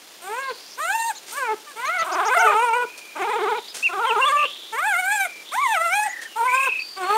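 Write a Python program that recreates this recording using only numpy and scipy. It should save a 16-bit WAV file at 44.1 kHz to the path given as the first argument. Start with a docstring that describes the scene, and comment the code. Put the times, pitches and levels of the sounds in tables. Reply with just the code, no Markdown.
"""In a carpeted room, newborn puppies cry while a hand lifts them out of a plastic crate.
Each cry is a gliding, often trembling harmonic stack filtered by a tiny throat; some cries overlap.
The mouth opens with the pitch, and a rough catch ends each cry as the pitch sags.
Whistles and chirps, swept tones roughened by random pitch, ride on the cries and between them.
Shaped noise gives the rustling sleeve and the brushed crate; the room adds reflections."""
import sys
import numpy as np
from scipy import signal
from scipy.fft import rfft, irfft, next_fast_len
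from scipy.io import wavfile
from scipy.ndimage import uniform_filter1d

SR = 44100
rng = np.random.default_rng(int(sys.argv[2]) if len(sys.argv) > 2 else 0)


def store_wav(level_fs):
    """Save 16-bit WAV to argv[1]."""
    pcm = np.round(np.clip(np.atleast_2d(level_fs), -1, 1) * 32767)
    wavfile.write(sys.argv[1], SR, pcm.T.astype(np.int16))


N = 316191
TIME = np.arange(N) / SR

# Colour of cloth, fur and room hiss: (frequency [Hz], relative density [dB])
RUSTLE_COLOUR = [(110, -24.5), (330, -5.5), (1500, -9.5), (3500, -7), (8000, -12.5), (15000, -20)]
# Brushes on the crate: (time [s], relative level [dB], decay time constant [s])
CRATE_BRUSHES = [(1.263, -46, 0.12), (2.975, -47, 0.018), (3.739, -40, 0.062), (6.213, -47, 0.027)]
# Colour of a brush: (frequency [Hz], relative density [dB])
BRUSH_COLOUR = [(150, -12.5), (350, -1), (8500, 3.5), (14000, -13)]
# Whistles: (start [s], end [s], pitch at start [Hz], in the middle [Hz], at the end [Hz], level [dB],
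#   swell [dB], warble rate [1/s], warble depth [share of pitch], roughness [share of pitch])
WHISTLE_EVENTS = [ (0.422, 0.764, 4180, 4580, 5790, -45, -2, 37, 0.00065, 0.087),
                  (2.852, 3.184, 2493, 2390, 2427, -44.5, -3, 26.5, 0.061, 0.027),
                  (3.24, 3.728, 3474, 3640, 3700, -45, 5, 40.5, 0.012, 0.083),
                  (3.679, 3.728, 4630, 5000, 4700, -42, -5, -1, 0, .015),
                  (3.824, 3.883, 2390, 2763, 2240, -24, 9, -1, 0, .007),
                  (4.063, 4.117, 3290, 3250, 2440, -28, 10, 1, 0.051, 0.014),
                  (4.212, 4.249, 2890, 2740, 3000, -24, 7, 0, 0.0079, 0.0077),
                  (4.254, 4.293, 3200, 3540, 3200, -26, -2, 0, 0.02, .006),
                  (4.365, 4.47, 2900, 2625, 2890, -30.5, 3, 74, 0.081, .033),
                  (4.45, 4.739, 3250, 3510, 3590, -39, -13, 40, 0.0032, 0.082),
                  (5.097, 5.431, 2410, 2377, 2320, -38, -11, 40, 0.05, 0.021),
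                  (5.453, 5.755, 3560, 3530, 3570, -41.5, 3, 41.5, 0.0023, 0.068),
                  (6.036, 6.285, 1997, 1852, 1680, -34.5, -8, 32, 0.17, 0.034),
                  (6.086, 6.13, 6460, 6950, 7060, -41, 0, -0.5, 0.056, 0.026),
                  (6.221, 6.355, 3360, 2990, 2820, -47.5, 4, 0, 0, 0.032),
                  (6.475, 6.826, 2300, 2525, 2456, -26.5, -5.5, 31.5, 0.11, 0.019),
                  (6.792, 6.985, 4690, 4620, 4600, -39, -8, 44, 0.058, 0.025),
                  (7.03, 7.165, 4500, 4380, 4400, -41.5, 2, 50, .024, 0.014), ]
# Runs of two-toned chirps: (first [s], until [s], gap [s], lower tone [Hz], its climb [Hz/s],
#   upper tone [Hz], level in mid-run [dB], growth [dB/s])
CHIRP_SERIES = [(0.836, 1.21, .085, 4190, 600, 7140, -43, 4),
                (1.873, 2.462, .134, 5260, 3430, 6620, -38.5, 10)]
# Cries: (loudness [dB], swell over the cry [dB], strain as treble [dB], growth of strain [dB],
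#   mouth opening as tilt [dB], focus of the main throat resonance [dB], rasp [dB],
#   second mouth resonance [Hz], its height [dB], melody as (time [s], pitch [Hz]))
CRY_EVENTS = [ (-27, 3.5, 2, -27, -1.5, -4, -24.5, 760, 6.7, [(.215, 332.6), (.316, 426.4), (.41, 548.6),
              (.53, 519.5)]), (-24.5, -1.5, 10.5, 10, -1, -6.5, -34, 1180, 2.5, [(.772, 447), (.804, 591),
              (.87, 700), (.954, 909), (1.036, 908), (1.088, 937), (1.125, 847)]),
              (-25, 10.5, -5.5, -35, 2.5, -2.5, -35, 860, 2.9, [(1.315, 415), (1.382, 585.6), (1.426, 515),
              (1.495, 432), (1.548, 465)]), (-39, -9, -6, 13, 0, -8, -32, 1260, 3, [(1.66, 608),
              (1.745, 566)]), (-25, 9, -6.5, -8, 3.5, 1, -19.5, 2180, 8.2, [(1.755, 417), (1.846, 523.4),
              (1.91, 689), (1.954, 752.5), (1.994, 656), (2.045, 710)]),
              (-20.5, 7.5, 0.5, -2, 4, 0, -27, 660, 7.6, [(2.04, 354.4), (2.145, 337), (2.24, 397),
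              (2.318, 472.5), (2.36, 690.7), (2.44, 746.5), (2.482, 630), (2.55, 483)]),
              (-20, 0.5, -5, -16, 2, 10.5, -39, 2680, 6.5, [(2.36, 420), (2.422, 459), (2.535, 403),
              (2.64, 493.6), (2.725, 442), (2.764, 497), (2.796, 483), (2.855, 527)]),
              (-21.5, -2, -2, -4, -2, 2.5, -27.5, 2210, 7.3, [(3.15, 296.7), (3.18, 324.2), (3.26, 434),
              (3.32, 459), (3.375, 437.7), (3.41, 382), (3.46, 411.5), (3.5, 452), (3.6, 468)]),
              (-21, 6, -2, 6, -1, 7.5, -25.5, 1380, 6.7, [(3.885, 350), (3.96, 382.5), (4.02, 450.6),
              (4.075, 506.4), (4.11, 470), (4.175, 435.7), (4.24, 562), (4.33, 570.3), (4.462, 615.7)]),
              (-23, 0, 5, 10, 2.5, -0.1, -29.5, 2020, 10.2, [(4.72, 434.5), (4.756, 457.6), (4.876, 891),
              (4.955, 674), (4.998, 754), (5.03, 716.4), (5.142, 865), (5.186, 798), (5.275, 741)]),
              (-22, 1, 2.5, 6, 2.5, 4.7, -29, 2100, 6.2, [(5.512, 439.4), (5.568, 944), (5.625, 1184),
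              (5.682, 925), (5.73, 867), (5.778, 634), (5.85, 694.5), (5.887, 658), (5.955, 820),
              (6.087, 883)]), (-22, -1, 3.5, 6, 2.5, 4, -29.5, 910, 6, [(6.355, 424.6), (6.39, 475.6),
              (6.417, 451.4), (6.465, 513), (6.51, 491), (6.56, 527.4), (6.632, 543.6), (6.695, 540)]),
              (-22, 5, 1, 14, 0.5, 6.5, -21, 1200, 2.3, [(6.96, 364.6), (6.984, 386), (7.05, 355),
              (7.086, 391.7), (7.21, 485)]), ]
# Bouts of trembling: (first dip [s], length [s], rate at first dip [1/s], change of rate [1/s^2], depth [Hz])
TREMBLE_BOUTS = [(2.054, 0.65, 21.4, -1, 36.2), (3.18, 0.41, 19.5, -14.5, 42.8),
                 (3.919, .41, 15.5, 0.5, 33)]
# Throat response: (frequency [Hz], level of a harmonic there [dB])
THROAT_RESPONSE = [(300, -19.5), (420, -5.5), (580, -12), (720, -4), (900, 1.5), (1200, 0.5), (1500, -2.5),
                   (1850, -13.5), (2350, -12.5), (3200, -25.5), (5000, -41), (8300, -25.5), (11000, -41),
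                   (13500, -40)]
# Weight of mouth opening: (frequency [Hz], share of the tilt)
OPENING_SHARE = [(400, -0.71), (1000, 0.63), (2300, 0.98), (5000, -0.48)]
# Weight of vocal strain: (frequency [Hz], share of the strain)
STRAIN_SHARE = [(2500, 0.069), (5000, 0.85)]
# Weight of the throat's focus: (frequency [Hz], share of the focus)
FOCUS_SHARE = [(600, -0.038), (950, 0.15), (1300, 0.15), (1650, -0.67), (5000, 0.59)]
# Colours of air at the folds: (frequency [Hz], relative density [dB])
RASP_COLOUR = [(150, -56), (500, -5.0), (3600, -1.0), (5200, -28)]
HISS_COLOUR = [(1500, -29), (3500, -17), (6000, -10), (8600, 11.0), (10800, -4), (13500, 4), (15500, -9)]

CUTOFF_HZ, LOW_CUT_HZ = 15700, 86
# A cry starts this far down and rises; it dies away at its end
ATTACK_DB, ATTACK_S, ATTACK_PITCH_HZ = 13.5, 0.037, 437  # time constant at this starting pitch
RELEASE_DB, RELEASE_S = 11.5, 0.025
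END_SAG, SAG_S = 0.219, .014  # share of pitch lost as the air runs out
MID_PITCH_HZ, OPENING_DB_PER_OCTAVE = 527, 9.5  # the mouth opens as the pitch rises
CLOSING_DB, CLOSING_S = 22.5, .016  # and shuts as the cry ends
EVENNESS = 0.73  # how far loudness holds while harmonics slide through resonances
TREMBLE_FADE_S = 0.0163
# Just before the end the folds break into a short rough bark
CATCH_DB, CATCH_BEFORE_END_S, CATCH_S, CATCH_SLACK = 3, 0.02, 0.011, 1.8
# A whistle rings out where it crosses this resonance
WHISTLE_PEAK_HZ, WHISTLE_PEAK_WIDTH_HZ, WHISTLE_PEAK_DB = 2662, 158, 6.5
WARBLE_ONSET_S = 0.057  # time constant of the growing warble
SCOOP, SCOOP_S = 0.0599, .025  # a warbling whistle slides up from this share below its pitch
CHIRP_ROUGHNESS = .034  # share of pitch


def from_db(db):
    """Logarithmic level: 20 dB is a factor of ten in amplitude."""
    return 10 ** (np.asarray(db) / 20)


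def rms_one(x):
    """Normalisation: the root mean square becomes one."""
    return x / np.sqrt(np.mean(x ** 2) + 1e-20)


def at_hz(points, hz):
    """Spectral interpolation: values vary linearly with log frequency."""
    f, value = np.transpose(points)
    return np.interp(np.log(np.maximum(hz, 1)), np.log(f), value)


def noise(spectrum, size):
    """Spectral shaping: white noise weighted by frequency becomes coloured noise of rms one."""
    padded = next_fast_len(size)
    hz = np.fft.rfftfreq(padded, 1 / SR)
    coloured = rfft(rng.standard_normal(padded)) * from_db(at_hz(spectrum, hz))
    return rms_one(irfft(coloured, padded)[:size])


def drift(rate, size):
    """Low-pass filtering: white noise becomes a random wander, mostly slower than rate [Hz]."""
    padded = next_fast_len(size + SR // 16)
    hz = np.fft.rfftfreq(padded, 1 / SR)
    slowed = rfft(rng.standard_normal(padded)) / (1 + (hz / rate) ** 2)
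    return rms_one(irfft(slowed, padded))[:size]


def rustle(level_db=-45.0, grain_db=1.13):
    """Broadband friction: cloth, fur and room hiss as coloured noise with an unsteady level."""
    return from_db(level_db + grain_db * drift(74, N)) * noise(RUSTLE_COLOUR, N)


def room(x, near_db=-12, far_db=-23, echo_db=-23, echo_s=.056):
    """Reverberation: quick floor and crate reflections, one later echo and a faint short tail."""
    age = TIME[:SR // 2]
    near_t60, far_t60 = .1, .45  # time to decay by 60 dB [s]
    response = from_db(echo_db) * signal.unit_impulse(len(age), int(echo_s * SR))
    for db, t60 in ((near_db, near_t60), (far_db, far_t60)):
        echoes = rng.standard_normal(len(age)) * from_db(-60 * age / t60) * (age > .002)
        response = response + from_db(db) * echoes / np.sqrt(np.sum(echoes ** 2))
    return x + signal.fftconvolve(x, response)[:N]


def brushes(grain_db=2.0):
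    """Scraping friction: grainy noise rises quickly and decays exponentially."""
    envelope = np.zeros(N)
    for s, db, length in CRATE_BRUSHES:
        age = np.maximum(TIME - s, 0)
        rise = 1 - np.exp(-age / (0.17 * length))
        envelope += from_db(db) * rise * np.exp(-age / length) * 3.75
    return envelope * noise(BRUSH_COLOUR, N) * from_db(grain_db * drift(150, N))


def whistle(start, end, first_hz, middle_hz, last_hz, db, swell_db, rate, depth, rough,
            unsteady=0.1, dip=4.8, overtone_db=-36, edge_s=0.0045):
    """Frequency modulation: a tone on one bow of pitch warbles in arches; roughness smears it to a hiss."""
    at = np.flatnonzero((TIME >= start) & (TIME <= end))
    n = len(at)
    age = TIME[at] - start
    place = np.linspace(-1, 1, n)
    fade = np.clip(np.minimum(age, end - TIME[at]) / edge_s, 0, 1)
    bow = np.polyfit([-1, 0, 1], [first_hz, middle_hz, last_hz], 2)
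    pitch = np.polyval(bow, place)
    ring_db = WHISTLE_PEAK_DB * np.exp(-((pitch - WHISTLE_PEAK_HZ) / WHISTLE_PEAK_WIDTH_HZ) ** 2)
    level_db = db + swell_db * place / 2 + ring_db

    warble_cycles = np.cumsum(rate * (1 + unsteady * drift(24.0, n))) / SR
    arch = np.abs(np.sin(np.pi * warble_cycles)) - 2 / np.pi  # 2 / pi is the mean of an arch
    arch = arch * (1 - np.exp(-age / WARBLE_ONSET_S))
    scoop = SCOOP * (rate > 0) * np.exp(-age / SCOOP_S)
    pitch = pitch * (1 - scoop + depth * arch + rough * drift(500, n))

    phase = 2 * np.pi * np.cumsum(pitch) / SR
    overtone = from_db(overtone_db) * np.sin(2 * phase) * (2 * pitch < CUTOFF_HZ)
    tone = np.sin(phase) + overtone
    # a warble is loudest at the top of each arch
    swell = rms_one(np.exp(dip * np.sqrt(abs(depth)) * arch + 6 * rough * drift(430, n)))
    out = np.zeros(N)
    out[at] = np.sqrt(2) * tone * swell * fade * from_db(level_db)
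    return out


def chirps(first, until, gap, lower_hz, climb, upper_hz, db, growth_db,
           rise_s=.026, fall_s=0.0131, onset=0.75, ending=0.86, swell_db=6, upper_db=1):
    """Frequency sweeps: evenly spaced pairs of short tones sweep steeply up and tip over."""
    out = np.zeros(N)
    for s in np.arange(first, until, gap):
        past_middle = s - (first + until) / 2
        level_db = db + growth_db * past_middle
        tones = ((lower_hz + climb * past_middle, level_db), (upper_hz, level_db + upper_db))
        for hz, tone_db in tones:
            out += whistle(s - rise_s, s + fall_s, hz * onset, hz, hz * ending,
                           tone_db, swell_db, 0, 0, CHIRP_ROUGHNESS)
    return out


def tremble(t):
    """Vibrato: a sinusoidal pitch swing [Hz] from the bouts that begin within these times."""
    swing = np.zeros(len(t))
    for s, length, rate, change, depth_hz in TREMBLE_BOUTS:
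        if t[0] <= s <= t[-1]:
            age = t - s
            within = np.clip(1 + np.minimum(age, length - age) / TREMBLE_FADE_S, 0, 1)
            cycles = rate * age + change * age ** 2 / 2
            swing -= depth_hz * within * np.cos(2 * np.pi * cycles)
    return swing


def gesture(rows, glide_s):
    """Pitch glide: a moving average rounds the melody; also gives samples, age and time left."""
    s, hz = np.transpose(sorted(rows))
    at = np.flatnonzero((TIME >= s[0]) & (TIME <= s[-1]))
    melody = np.interp(TIME[at], s, hz)
    pitch = uniform_filter1d(melody, max(1, int(glide_s * SR)), mode="nearest")
    return at, TIME[at] - s[0], s[-1] - TIME[at], pitch


def cry(loudness_db, swell_db, effort_db, growth_db, mouth_db, focus_db, rasp_db, second_hz, second_db, melody,
        waver=0.00278, shimmer_db=1.73, flutter_db=3.5, hiss_db=-24, tremble_rate=2.05, grain_db=0.83,
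        rise_s=0.011, fall_s=0.0035, second_octaves=0.19):
    """Source and filter: the folds' harmonics pass the throat; air rasps past them once a cycle."""
    at, age, left, pitch = gesture(melody, glide_s=0.012)
    n = len(at)
    progress = np.linspace(-.5, .5, n)
    fade = np.clip(np.minimum(age / rise_s, left / fall_s), 0, 1)
    attack_s = ATTACK_S * (ATTACK_PITCH_HZ / pitch[0]) ** 2  # low starts come up more slowly
    catch = np.exp(-((left - CATCH_BEFORE_END_S) / CATCH_S) ** 2)
    level_db = loudness_db + swell_db * progress + CATCH_DB * catch
    level_db = level_db - ATTACK_DB * np.exp(-age / attack_s) - RELEASE_DB * np.exp(-left / RELEASE_S)
    opening_db = mouth_db + OPENING_DB_PER_OCTAVE * np.log2(pitch / MID_PITCH_HZ)
    opening_db = opening_db - CLOSING_DB * np.exp(-left / CLOSING_S)
    pitch = (pitch + tremble(TIME[at])) * (1 - END_SAG * np.exp(-left / SAG_S))
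    # the treble swells less than the body of the cry, and more as the mouth opens
    strain_db = effort_db + growth_db * progress - 1.12 * (level_db + 25.0) + 1.6 * opening_db

    # tight folds (high pitch) keep their top harmonics clean, loose ones turn them to hiss
    clean = 1 / (1 + (540 / pitch) ** 6)
    # the folds are unsteady while they start and stop, and while a low pitch moves
    edges = np.exp(-np.minimum(age, left) / 0.01)
    motion = np.sqrt(np.abs(np.gradient(np.log(pitch))) * SR / tremble_rate)
    slack = 1 + 4 * edges + CATCH_SLACK * catch + (1 - clean) * motion
    jitter = .0045 * slack * drift(220, n)
    pitch = pitch * (1 + waver * drift(62, n) + jitter)
    phase = 2 * np.pi * np.cumsum(pitch) / SR

    voice, power = np.zeros(n), np.zeros(n)
    for k in range(1, int(CUTOFF_HZ / pitch.min())):
        hz = k * pitch
        treble = np.clip(at_hz(STRAIN_SHARE, hz), 0, 1)
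        db = at_hz(THROAT_RESPONSE, hz) + opening_db * at_hz(OPENING_SHARE, hz) + strain_db * treble
        db = db + focus_db * at_hz(FOCUS_SHARE, hz)
        db = db + flutter_db * (0.69 + treble) * drift(14.2, n)
        db = db + second_db * np.exp(-(np.log2(hz / second_hz) / second_octaves) ** 2)
        # slack folds make each harmonic grainy
        db = db + grain_db * np.minimum(slack - .5, 2) * drift(62, n)
        top_fade = np.clip((14800 - hz) / 800, 0, 1)
        height = from_db(db) * np.sqrt(1 - treble * (1 - clean)) * top_fade
        voice += np.sqrt(2) * height * np.sin(k * phase + rng.uniform(0, 2 * np.pi))
        power += height ** 2
    voice = voice / power ** (EVENNESS / 2)

    puffs = 1 + 0.71 * np.cos(phase)
    rasp = from_db(rasp_db) * slack * noise(RASP_COLOUR, n)
    hiss = noise(HISS_COLOUR, n) * from_db(hiss_db + strain_db) * np.sqrt(1 - clean)
    out = np.zeros(N)
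    out[at] = (voice + puffs * (rasp + hiss)) * fade * from_db(level_db + shimmer_db * drift(36, n))
    return out


def scene():
    """Superposition: cries, whistles, chirps and brushes excite the room; the rustle is added."""
    cries = sum(cry(*c) for c in CRY_EVENTS)
    whistles = sum(whistle(*w) for w in WHISTLE_EVENTS)
    chirping = sum(chirps(*c) for c in CHIRP_SERIES)
    return (room(cries + whistles + chirping + brushes()) + rustle())[None]


def record(dry):
    """Band limiting: a small recorder loses deep bass, a narrow treble notch and the top."""
    high_pass = signal.butter(1, LOW_CUT_HZ, "high", fs=SR, output="sos")
    thin = signal.sosfilt(high_pass, dry)
    notched = signal.lfilter(*signal.iirnotch(7880, 35, fs=SR), thin)
    low_pass = signal.ellip(12, .2, 90, CUTOFF_HZ, fs=SR, output="sos")
    return signal.sosfilt(low_pass, notched)


dry = scene()
out = record(dry)
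store_wav(out)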